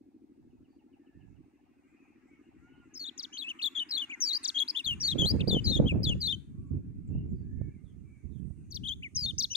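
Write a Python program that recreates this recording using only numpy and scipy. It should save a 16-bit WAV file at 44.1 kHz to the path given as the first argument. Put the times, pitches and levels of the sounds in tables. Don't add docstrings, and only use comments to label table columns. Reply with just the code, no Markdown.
import sys
import numpy as np
from scipy import signal
from scipy.fft import rfft, irfft
from scipy.io import wavfile
from scipy.ndimage import uniform_filter1d

SR = 44100
rng = np.random.default_rng(int(sys.argv[2]) if len(sys.argv) > 2 else 0)


def persist_wave(psi):
    counts = np.round(np.clip(psi, -1, 1) * 32767).astype(np.int16)
    wavfile.write(sys.argv[1], SR, np.atleast_2d(counts).T)


N = 421584
TIME = np.arange(N) / SR
CUTOFF_HZ = 15700

# (frequency [Hz], relative density [dB])
AIR_SPECTRUM = [(100, 3.5), (600, 5), (1500, -13), (4500, -13), (7500, -19), (10000, -22), (15000, -21)]
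HISS_SPECTRUM = [(550, -14.5), (800, 1.5), (1100, 7), (1450, 4), (2300, 6.5), (2800, -1), (3300, -12.5),
                 (4500, -20), (7000, -7), (10000, -27), (15000, -29)]
SHIMMER_SPECTRUM = [(4500, -34), (6300, 1), (7400, -6.5), (8500, 3), (10000, -10), (15000, -26.5)]
# (time [s], level [dB])
HISS_SWELL = [(0, -91), (.8, -84), (1.65, -81), (1.95, -75.5), (2.8, -73), (3.6, -63.5), (4.2, -60.5),
              (4.8, -62.5), (5.7, -65), (6.2, -73), (6.6, -84)]
SHIMMER_SWELL = [(0, -99), (2.8, -97), (6.5, -87), (7.7, -88), (8.6, -81)]

# (start [s], relative level [dB])
DISTANT_CHIPS = [(.5, -84), (.64, -79), (.785, -80), (.925, -75), (1.06, -76), (1.205, -75), (1.355, -81)]
# (start [s], length [s], first pitch [Hz], last pitch [Hz], relative level [dB])
DISTANT_SLURS = [(6.665, .02, 7700, 6800, -81), (7.07, .02, 8200, 6600, -75), (7.28, .06, 7600, 6800, -84),
                 (7.84, .1, 3800, 2950, -81), (8.3, .11, 3900, 3050, -82)]
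# (start [s], length [s], top pitch [Hz], relative level [dB])
DISTANT_WHISTLES = [(.68, .1, 4600, -87), (.95, .4, 1760, -81), (1.85, .35, 2520, -75),
                    (2.26, .16, 2220, -70), (2.6, .28, 1450, -66), (2.66, .18, 2900, -76),
                    (6.5, .3, 1120, -80), (7.1, .15, 2850, -73), (7.32, .14, 4550, -89),
                    (7.4, .4, 1740, -78), (7.55, .3, 2230, -76), (8.02, .25, 2300, -74)]

# (position [share of the cycle], relative level [dB])
CYCLE_THUMPS = [(.08, 0), (.26, -12), (.47, -13), (.67, -10), (.8, -1), (.92, -5)]
# (time [s], relative level [dB])
EXHAUST_SWELL = [(0, 2.5), (1.1, -1), (1.75, -5), (2.4, 0), (4.5, -0.5), (6.5, -2.5), (8.2, -9.5)]
KNOCK_SWELL = [(0, -87), (.45, -82), (1.1, -79.5), (1.8, -81), (4.5, -81), (6.5, -100)]

# (frequency [Hz], relative density [dB])
RUMBLE_SPECTRUM = [(10, -33.5), (25, -19.5), (70, -1), (130, -2.5), (210, -7), (300, -15.5), (420, -25.5),
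                   (700, -81), (3000, -100)]
ROAR_SPECTRUM = [(50, -25), (130, 2), (220, 1), (370, -2), (540, -8), (700, -19), (1000, -29), (1600, -45),
                 (5000, -88)]
# (start [s], hold [s], left force [dB], right force [dB])
PORT_GUSTS = [(0.396, 0.22, -72, -64), (1.16, 0.24, -80, -55), (2.493, 0.39, -66, -73),
              (4.868, 0.28, -47.5, -50.5), (5.121, 0.14, -44, -42.5), (5.155, 0.1, -43.5, -26.5),
              (5.312, 0.051, -27.5, -27), (5.387, 0.061, -37, -28), (5.481, 0.089, -26, -27.5),
              (5.612, 0.021, -31.5, -41), (5.657, 0.066, -28, -31), (5.763, 0.013, -49, -28.5),
              (5.794, 0.082, -26, -25.5), (5.925, 0.081, -28, -26.5), (6.026, 0.13, -32.5, -29.5),
              (6.156, 0.23, -42, -48.5), (6.487, 0.77, -47.5, -46.5), (6.714, 0.087, -38.5, -34),
              (7.098, 0.24, -41, -34), (7.411, 0.26, -46, -38.5), (7.747, 0.38, -61, -49),
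              (8.246, 0.25, -64, -39.5), (8.567, 0.45, -52, -50), (8.743, 0.1, -44.5, -57),
              (9.138, 0.24, -55.5, -45.5), (9.4, 0.13, -67, -54.5)]
# (time [s], strength [dB], left minus right [dB], width [s])
PORT_EDDIES = [(5.157, -24, -15, .0006), (5.259, -19, -18, .0005), (5.339, -17, -2, .0009),
               (5.475, -13, -18, .0009), (5.506, -24, 10, .0005), (5.532, -22, 15, .0004),
               (5.567, -15, -10, .0006), (5.719, -24, -12, .0006), (5.799, -8, -18, .0007),
               (5.819, -14, 12, .0008), (5.847, -14, -3, .0016), (5.866, -19, -6, .0009),
               (5.957, -16, -10, .0009), (6.02, -20, 12, .0012), (6.07, -15, -16, .0014),
               (6.274, -27, 18, .0014), (7.152, -19, 15, .0014), (7.612, -17, -15, .0014),
               (7.84, -29, -18, .002), (8.505, -23, -25, .002), (9.25, -31, 3, .002),
               (9.333, -28, -15, .0016)]

# (start [s], length [s], first pitch [Hz], last pitch [Hz],
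# sag of the glide [octaves], relative level [dB], swell from start to end [dB], fall at both ends [dB])
SONG_SYLLABLES = [(2.935, 0.056, 6420, 4400, 0.18, -45, 9, 9),
                  (2.99, 0.11, 5060, 2500.0, 0.58, -41, 2, -2.5),
                  (3.322, 0.064, 2824, 2880, -0.045, -45, 2.5, 3),
                  (3.363, 0.079, 2365, 2597, -0.22, -38.5, -2, 0),
                  (3.436, 0.067, 2690.0, 2860, 0.083, -43.5, 7.5, -5.5),
                  (3.495, 0.031, 2275, 2450, -0.16, -38, -13.5, 3),
                  (3.589, 0.029, 3700, 2590, 0.24, -45, -18.5, -3.5),
                  (3.603, 0.085, 2204, 3315, -0.26, -30.5, 12.5, 11),
                  (3.747, 0.093, 3740, 2980, 0.11, -30.5, -3, 9),
                  (3.888, 0.017, 5350, 4930, -0.059, -45.5, -2.5, -6),
                  (3.903, 0.15, 4400, 2930, 0.27, -31.5, -7.5, 6.5),
                  (4.092, 0.064, 2400, 2050, -0.033, -39, -1, 5.5),
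                  (4.201, 0.178, 7100, 5226, 0.68, -30.5, 2.5, 1.5),
                  (4.541, 0.096, 3410, 3450, 0.094, -27, 11, 8),
                  (4.676, 0.037, 3980, 4310, -0.26, -28.5, 1, 1),
                  (4.744, 0.073, 2840, 2670, -0.086, -29.5, -2.5, 14),
                  (4.839, 0.11, 4180, 2775, 0.16, -29.5, -8.5, 10.5),
                  (5, 0.14, 5056, 3250, 0.28, -28.5, 0.5, 7.5),
                  (5.181, 0.14, 3700, 4930, 0.47, -28.5, 2, 0),
                  (5.395, 0.025, 2610, 2450, -0.097, -41.5, -9, 4),
                  (5.473, 0.13, 3820, 3050, 0.14, -31.5, -2.5, 4.5),
                  (5.641, 0.15, 5604, 2995, 0.4, -29, -1.5, 7),
                  (5.853, 0.073, 3277, 2394, 0.055, -34, 16, 11),
                  (6.029, 0.11, 4490, 2770, 0.15, -32.5, -1.5, 0.5),
                  (6.203, 0.15, 5560, 3153, 0.52, -31, 0, 6),
                  (8.833, 0.11, 3260, 3744, 0.21, -33.5, 3, 7.5),
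                  (9.021, 0.063, 2257, 1840, -0.18, -40, -11, 14.5),
                  (9.148, 0.17, 6024, 2820, 0.22, -31, -6, 5.5),
                  (9.499, 0.089, 3130, 2570, 0.24, -45.5, -5, 8),
                  (9.545, 0.019, 4370, 8160, 0.69, -22.5, 22, 13.5)]
# (time [s], height [octaves], half-width [s])
PITCH_FLICKS = [(2.946, 0.24, 0.012), (2.982, 0.31, 0.014), (3.02, 0.29, 0.022), (3.038, 0.44, 0.019),
                (3.074, 0.65, 0.031), (3.086, 0.28, 0.01), (3.341, 0.17, 0.0084), (3.384, 0.69, 0.015),
                (3.41, 0.35, 0.014), (3.436, 0.35, 0.0096), (3.5, 0.31, 0.0094), (3.625, 0.25, 0.012),
                (3.632, 0.4, 0.01), (3.659, 0.16, 0.0058), (3.795, 0.24, 0.007), (3.906, 0.38, 0.013),
                (3.956, 0.43, 0.021), (4.004, 0.34, 0.017), (4.117, 0.37, 0.0057), (4.247, 0.27, 0.018),
                (4.282, 0.26, 0.017), (4.332, 0.19, 0.0061), (4.352, 0.17, 0.0046), (4.59, 0.35, 0.0055),
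                (4.695, 0.093, 0.005), (4.772, 0.3, 0.013), (4.79, 0.4, 0.0042), (4.852, 0.24, 0.0054),
                (4.9, 0.092, 0.0064), (5.018, 0.42, 0.022), (5.069, 0.46, 0.021), (5.108, 0.34, 0.013),
                (5.217, 0.093, 0.013), (5.266, 0.15, 0.014), (5.29, 0.29, 0.028), (5.488, 0.46, 0.02),
                (5.539, 0.2, 0.018), (5.691, 0.14, 0.007), (5.706, 0.28, 0.009), (5.723, 0.21, 0.023),
                (5.753, 0.32, 0.026), (5.784, 0.25, 0.0053), (5.883, 0.28, 0.012), (6.037, 0.34, 0.017),
                (6.093, 0.13, 0.019), (6.246, 0.089, 0.0075), (6.267, 0.43, 0.018), (6.308, 0.41, 0.023),
                (6.323, 0.14, 0.0023), (8.851, 0.12, 0.0069), (8.881, 0.37, 0.0099), (9.037, 0.37, 0.007),
                (9.162, 0.22, 0.01), (9.202, 0.18, 0.017), (9.233, 0.37, 0.025), (9.254, 0.17, 0.0074),
                (9.289, 0.34, 0.024), (9.306, 0.087, 0.0066), (9.529, 0.28, 0.014)]
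# (time [s], step [octaves])
PITCH_JUMPS = [(2.996, -.12), (3.044, -.13), (3.375, .2), (3.498, .15), (3.619, .22), (3.8, -.08),
               (4.273, .08), (4.349, .16), (5.259, .1), (5.716, -.14), (5.729, -.08), (5.766, -.1),
               (6.261, .13), (6.274, -.16), (6.325, -.1), (9.21, -.09), (9.235, -.1), (9.26, -.13),
               (9.308, -.1)]
# (time [s], change of level [dB], half-width [s])
SONG_ACCENTS = [(3.408, -2, 0.0037), (3.462, 2.5, 0.03), (4.221, 7.5, 0.011), (4.694, -11.5, .004),
                (8.861, -5, 0.005), (9.169, 4.5, .008), (9.22, -6.5, 0.023)]
# (start [s], hook [s], length [s], first pitch [Hz],
# top pitch [Hz], last pitch [Hz], relative level [dB], drop of level at the top [dB])
SONG_CHIPS = [(3.176, .005, 0.046, 5530, 6920, 3150, -39.5, 8),
              (3.222, .006, .036, 3497, 6420, 2850, -36.5, 13),
              (4.429, 0.0091, 0.04, 8014, 8860, 3100, -30, 17),
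              (4.46, .012, .047, 3408, 8160, 3050, -30, 18),
              (5.393, .008, .034, 4206, 4800, 2353, -37, 17.5),
              (8.703, 0.0036, 0.036, 6300, 6950, 3550, -48.5, 10),
              (8.74, .01, .041, 3694, 6120, 2975, -39, 7),
              (9.381, 0.01, .04, 5050, 6750, 3330, -29.5, -0.5),
              (9.419, 0.01, 0.039, 3305, 6000, 3160, -28.5, 7)]
# (start [s], end [s], boost [dB])
SQUEAK_SPANS = [(3.319, 3.37, 19), (9.489, 9.547, 36.5)]
# (start [s], end [s], amount [dB])
DOUBLING_SPANS = [(2.995, 3.045, -9), (4.26, 4.3, -3), (4.325, 4.35, -8), (5.02, 5.13, -5.5),
                  (5.656, 5.77, -8), (6.215, 6.33, -12.5), (9.18, 9.26, -6.5)]
HARMONICS_DB = [-5, 1, -4, -6]
# (frequency [Hz], gain [dB])
BEAK_OVERTONE_GAIN = [(4500, -26), (5700, -17), (6600, -11), (7600, -24), (8800, -22), (10500, -32),
                      (13200, -24), (15200, -22)]
BEAK_RASP_GAIN = [(3000, -27), (4500, -39), (5600, -21.5), (6500, -11.5), (7400, -26.5), (8600, -21.5),
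                  (10000, -32.5), (11500, -25.5), (13300, -21.5), (14200, -25.5), (15200, -19)]
# (frequency [Hz], left minus right [dB], left phase lead [rad])
PORT_RESPONSE = [(2500, 4, 2.5), (3050, 3.5, 1.5), (3400, 10.5, 0.33), (3920, 7, -2), (4400, 2, -1.16),
                 (4800, 11, -1), (4900, 3.5, -2), (6000, 7.5, -2.5), (6500, 18.5, -3), (8500, -2, -2),
                 (13000, 6, -3)]


def from_db(db):
    return 10 ** (np.asarray(db) / 20)


def rms_one(x):
    return x / np.sqrt(np.mean(x ** 2) + 1e-20)


def swell(rows):
    times, levels_db = np.transpose(rows)
    return from_db(np.interp(TIME, times, levels_db))


def in_spans(rows):
    gain = np.zeros(N)
    for start, end, level_db in rows:
        gain[int(start * SR):int(end * SR)] = from_db(level_db)
    return uniform_filter1d(gain, size=200)


def at_hz(points, hz):
    knots, *columns = np.transpose(points)
    return [np.interp(np.log(np.maximum(hz, 1)), np.log(knots), column) for column in columns]


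def panned(pan_db):
    gains = from_db(np.array([pan_db, -pan_db]) / 2)
    return gains / np.sqrt(np.mean(gains ** 2, axis=0))


def drift(rate_hz):
    pole = np.exp(-40 * np.pi * rate_hz / SR)
    slow = signal.lfilter([1], [1, -2 * pole, pole * pole], rng.standard_normal(N // 20 + 4002))[4000:]
    return np.interp(np.arange(N) / 20, np.arange(len(slow)), rms_one(slow))


def band(x, low_hz, high_hz):
    return signal.sosfilt(signal.butter(2, [low_hz, high_hz], "band", fs=SR, output="sos"), x)


def filtered(x, spectrum):
    gain_db, = at_hz(spectrum, np.arange(N // 2 + 1) * SR / N)
    return irfft(rfft(x) * from_db(gain_db), N)


def coloured(spectrum):
    return rms_one(filtered(rng.standard_normal((2, N)), spectrum))


def scatter(x, delay_s, t60_s):
    t = TIME[:SR]
    echoes = rng.standard_normal((2, SR)) * from_db(-60 * t / t60_s) * (t > delay_s)
    echoes /= np.sqrt(np.sum(echoes ** 2, axis=1, keepdims=True))
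    return signal.fftconvolve(x[None], echoes, axes=1)[:, :N]


def soft_note(pitch, level_db):
    envelope = from_db(level_db) * np.sin(np.linspace(0, np.pi, len(pitch)))
    return envelope * np.sin(2 * np.pi * np.cumsum(pitch) / SR)


def diffuse_noise(spectrum, patchy_db):
    edges = np.geomspace(450, 16000, 27)
    white, out = rng.standard_normal((2, 2, N)), 0
    for k, (low, high) in enumerate(zip(edges, edges[1:])):
        level_db, = at_hz(spectrum, np.sqrt(low * high))
        out = out + band(white[k % 2], low, high) * from_db(level_db + patchy_db * drift(4.9))
    return rms_one(out)


def chorus(count=3000, spread_db=3.5, shortest_s=.02, longest_s=.07, blur=.012):
    out = np.zeros((2, N + SR))
    smear = 1 + blur * np.resize(drift(90), N + SR)
    for when, span, height, side, strength in rng.random((count, 5)):
        length = shortest_s + (longest_s - shortest_s) * span
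        here = slice(int(when * N), int(when * N + length * SR))
        pitch = (900 + 1950 * height ** .7) * smear[here]
        note = soft_note(pitch, spread_db * min(-np.log(1 - strength), 3))
        out[:, here] += np.outer(panned(10 * (side - .5)), note)
    return rms_one(out[:, :N])


def background():
    hiss = from_db(-2.5) * diffuse_noise(HISS_SPECTRUM, patchy_db=4.2) + from_db(-3.5) * chorus()
    shimmer = swell(SHIMMER_SWELL) * diffuse_noise(SHIMMER_SPECTRUM, patchy_db=2)
    return swell(HISS_SWELL) * hiss + shimmer + from_db(-80.5) * coloured(AIR_SPECTRUM)


def far_birds(chip_top_hz=3130, chip_end_hz=2430, chip_s=.033, slur_blur=.036):
    out = np.zeros(N)
    wobble = .003 * drift(60)
    smear = 1 + slur_blur * drift(300)
    for start, level_db in DISTANT_CHIPS:
        note = soft_note(np.linspace(chip_top_hz, chip_end_hz, int(chip_s * SR)), level_db)
        out[int(start * SR):][:len(note)] += note
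    for start, length, first_hz, last_hz, level_db in DISTANT_SLURS:
        here = slice(int(start * SR), int((start + length) * SR))
        out[here] += soft_note(np.geomspace(first_hz, last_hz, len(out[here])) * smear[here], level_db)
    for start, length, hz, level_db in DISTANT_WHISTLES:
        here = slice(int(start * SR), int((start + length) * SR))
        arch = .07 * np.linspace(-1, 1, len(out[here])) ** 2
        blur = np.clip(-64 - level_db, 1, 10)
        out[here] += soft_note(hz * (1 - arch + blur * wobble[here]), level_db)
    return from_db(2) * out + from_db(-1) * scatter(out, delay_s=.005, t60_s=.22)


def engine(cycle_hz=12.9, uneven_db=1.0, puff_s=.009, left_lag_s=.00045):
    cycles, kicks = np.arange(int(N / SR * cycle_hz)), np.zeros(N)
    for share, thump_db in CYCLE_THUMPS:
        at = ((cycles + share + rng.normal(0, .014, len(cycles))) / cycle_hz * SR).astype(int)
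        kicks[np.clip(at, 0, N - 1)] += from_db(thump_db + uneven_db * rng.standard_normal(len(cycles)))
    puffs = signal.lfilter([1], [1, -np.exp(-1 / (puff_s * SR))], kicks) * rng.standard_normal((2, N))
    drive = rms_one(kicks) + from_db(-11) * rms_one(puffs) + from_db(-14) * rng.standard_normal((2, N))
    exhaust = rms_one(band(band(drive, 235, 340), 170, 430))
    stroke = np.cos(np.pi * (TIME * cycle_hz - .5)) ** 4 * from_db(3.5 * drift(8) - 1)
    knock = rms_one(band(band(stroke * rng.standard_normal((2, N)), 700, 880), 650, 1000))
    left, right = from_db(-60) * swell(EXHAUST_SWELL) * exhaust + swell(KNOCK_SWELL) * knock
    return np.array([np.roll(left, int(left_lag_s * SR)), right]) * panned(1.5)[:, None]


def gust_force(breeze_db=-77, rise_db_per_s=800, fall_db_per_hold=46):
    power = from_db(breeze_db) ** 2
    for start, hold, left_db, right_db in PORT_GUSTS:
        before_db = rise_db_per_s * np.maximum(start - TIME, 0)
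        after_db = fall_db_per_hold * np.maximum(TIME - start - hold, 0) / hold
        envelope = from_db(-np.minimum(before_db + after_db, 100))
        power = power + np.outer(from_db([left_db, right_db]), envelope) ** 2
    return np.sqrt(power)


def wind(strong_db=-24, roar_growth=2.09):
    force = gust_force()
    hardness = np.minimum(force / from_db(strong_db), 1) ** roar_growth
    lumps = rms_one(from_db(4.5 * np.tanh([drift(38), drift(38)])))
    bursts = rms_one(from_db(4 * np.minimum([drift(45), drift(45)], 1.5)))
    rumble = coloured(RUMBLE_SPECTRUM) / (1 + hardness)
    roar = from_db(-2.5) * hardness * bursts * coloured(ROAR_SPECTRUM)
    return from_db(3.52) * force * lumps * (rumble + roar)


def eddies(crackle_s=.003, tight_s=.0007):
    out, t = np.zeros((2, N)), TIME[:SR // 20] - .005
    for when, strength_db, pan_db, width in PORT_EDDIES:
        slap = -np.exp(-(t / width) ** 2) + np.exp(-((t / width - 2.5) / 2) ** 2) / 2
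        crackle = rms_one(band(band(rng.standard_normal(len(t)), 280, 560), 200, 700))
        crackle *= np.exp(-(t / crackle_s - .5) ** 2)
        crackle *= from_db(-13.5) * min(tight_s / width, 1) ** 1.5
        sides = panned(pan_db)
        gains = from_db(strength_db) * sides / sides.max()
        out[:, int((when - .004) * SR):][:, :len(t)] += np.outer(gains, slap + crackle)
    return band(out, 50, 1100)


def cage_to_microphone(song):
    pan_db, lead = at_hz(PORT_RESPONSE, np.arange(N // 2 + 1) * SR / N)
    direct = irfft(rfft(song) * panned(pan_db) * np.exp(.5j * np.array([lead, -lead])), N)
    wires = from_db(-11) * scatter(band(song, 7500, 22000), delay_s=.000077, t60_s=.033)
    ground = from_db(-20) * scatter(band(song, 4300, 15000), delay_s=.0027, t60_s=.055)
    bank = from_db(-29.5) * scatter(song, delay_s=.02, t60_s=.36)
    leaves = from_db(-17) * scatter(band(band(song, 6300, 11000), 6000, 12000), delay_s=.015, t60_s=.7)
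    gate = TIME > SONG_SYLLABLES[0][0] / 2
    return (direct + wires + ground + bank + leaves) * gate


def syllable(start, length, first_hz, last_hz, sag, level_db, swell_db, ends_db,
             attack_s=.0098, release_s=.0079, snap_s=.0006, shelf_s=.007, scoop_s=.004):
    here = slice(int(start * SR), min(int((start + length) * SR), N))
    t = TIME[here]
    progress = (t - start) / length
    bowl = (2 * progress - 1) ** 2
    octaves = progress * np.log2(last_hz / first_hz) - sag * (1 - bowl)
    for when, height, width in PITCH_FLICKS:
        if start < when < start + length:
            octaves += height * np.exp(-np.abs((t - when) / width) ** 1.5)
    dip_db = np.clip(.05 * np.gradient(octaves) * SR, 0, 11.5)
    for when, step in PITCH_JUMPS:
        octaves += step / 2 * np.tanh((t - when) / snap_s) * np.exp(-np.abs(t - when) / shelf_s)
    octaves -= .3 * np.exp((start - t) / scoop_s)
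    octaves -= .12 * np.exp((t - start - length) / scoop_s)
    accent_db = sum(db * np.exp(-((t - when) / width) ** 2) for when, db, width in SONG_ACCENTS)
    contour_db = accent_db + swell_db * (progress - .5) - ends_db * bowl - dip_db
    gate = np.clip(np.minimum((t - start) / attack_s, (start + length - t) / release_s), 0, 1)
    return here, first_hz * 2 ** octaves, gate * from_db(level_db + contour_db)


def chip(start, hook, length, first_hz, top_hz, last_hz, level_db, top_drop_db,
         sag_octaves=.065, fade_db=12, edge_s=.003):
    here = slice(int(start * SR), int((start + length) * SR))
    t = TIME[here] - start
    rise = np.clip(t / hook, 0, 1)
    fall = np.clip((t - hook) / (length - hook), 0, 1)
    octaves = np.log2(first_hz / top_hz) * np.cos(np.pi * rise / 2) ** 2
    octaves += np.log2(last_hz / top_hz) * fall - sag_octaves * np.sin(np.pi * fall) ** 2
    gate = np.clip(np.minimum(t, length - t) / edge_s, 0, 1)
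    drop_db = np.where(fall < .5, top_drop_db, fade_db) * (2 * fall - 1) ** 2
    return here, top_hz * 2 ** octaves, gate * from_db(level_db - drop_db)


def song_line():
    pitch, loudness = np.zeros((2, N))
    notes = [syllable(*row) for row in SONG_SYLLABLES] + [chip(*row) for row in SONG_CHIPS]
    for here, hz, gain in notes:
        pitch[here] = np.where(gain > loudness[here], hz, pitch[here])
        loudness[here] = np.maximum(gain, loudness[here])
    return pitch, loudness


def syrinx_overtones(pitch, phase, strain):
    squeak, doubling = in_spans(SQUEAK_SPANS), in_spans(DOUBLING_SPANS)
    ragged = phase + .16 * drift(500) / (1 + squeak)
    out = doubling * (np.sin(ragged / 2) + np.sin(3 * ragged / 2) + np.sin(5 * ragged / 2) / 2)
    for k, harmonic_db in enumerate(HARMONICS_DB, 2):
        glint_db = 9 * np.tanh(drift(30) - .4) / (1 + squeak)
        in_range = np.clip((CUTOFF_HZ - k * pitch) / 300, 0, 1)
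        gain = from_db(harmonic_db + glint_db) * (1 + squeak * (k == 2)) / (1 + doubling)
        out += np.sin(k * ragged) * gain * np.minimum(strain, 1.1) ** 2.5 * in_range
    return out


def white_eye(jitter=.01, waver_db=2.15, flutter=.046, break_hz=6750, break_range_hz=600):
    pitch, loudness = song_line()
    pitch *= 1 + jitter * drift(130)
    strain = pitch / 4000
    loudness *= from_db(waver_db * drift(110)) * (1 + flutter * strain ** 2 * drift(800))
    phase = 2 * np.pi * np.cumsum(pitch) / SR
    broken = np.clip((pitch - break_hz) / break_range_hz, 0, 1)
    tone = np.sin(phase) + from_db(-1) * broken * np.sin(phase / 2)
    overtones = filtered(loudness * syrinx_overtones(pitch, phase, strain), BEAK_OVERTONE_GAIN)
    flicker = from_db(4 * (np.tanh(drift(44)) + np.tanh(drift(160))) - 3)
    rasp = .24 * np.minimum(strain, 1.2) ** 3 * flicker * rng.standard_normal(N)
    return np.sqrt(2) * (loudness * tone + overtones + filtered(loudness * rasp, BEAK_RASP_GAIN))


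def scene():
    return cage_to_microphone(white_eye()) + far_birds() + engine() + background() + wind() + eddies()


def record(dry):
    return signal.sosfilt(signal.ellip(10, .2, 80, CUTOFF_HZ, fs=SR, output="sos"), dry)


dry = scene()
out = record(dry)
persist_wave(out)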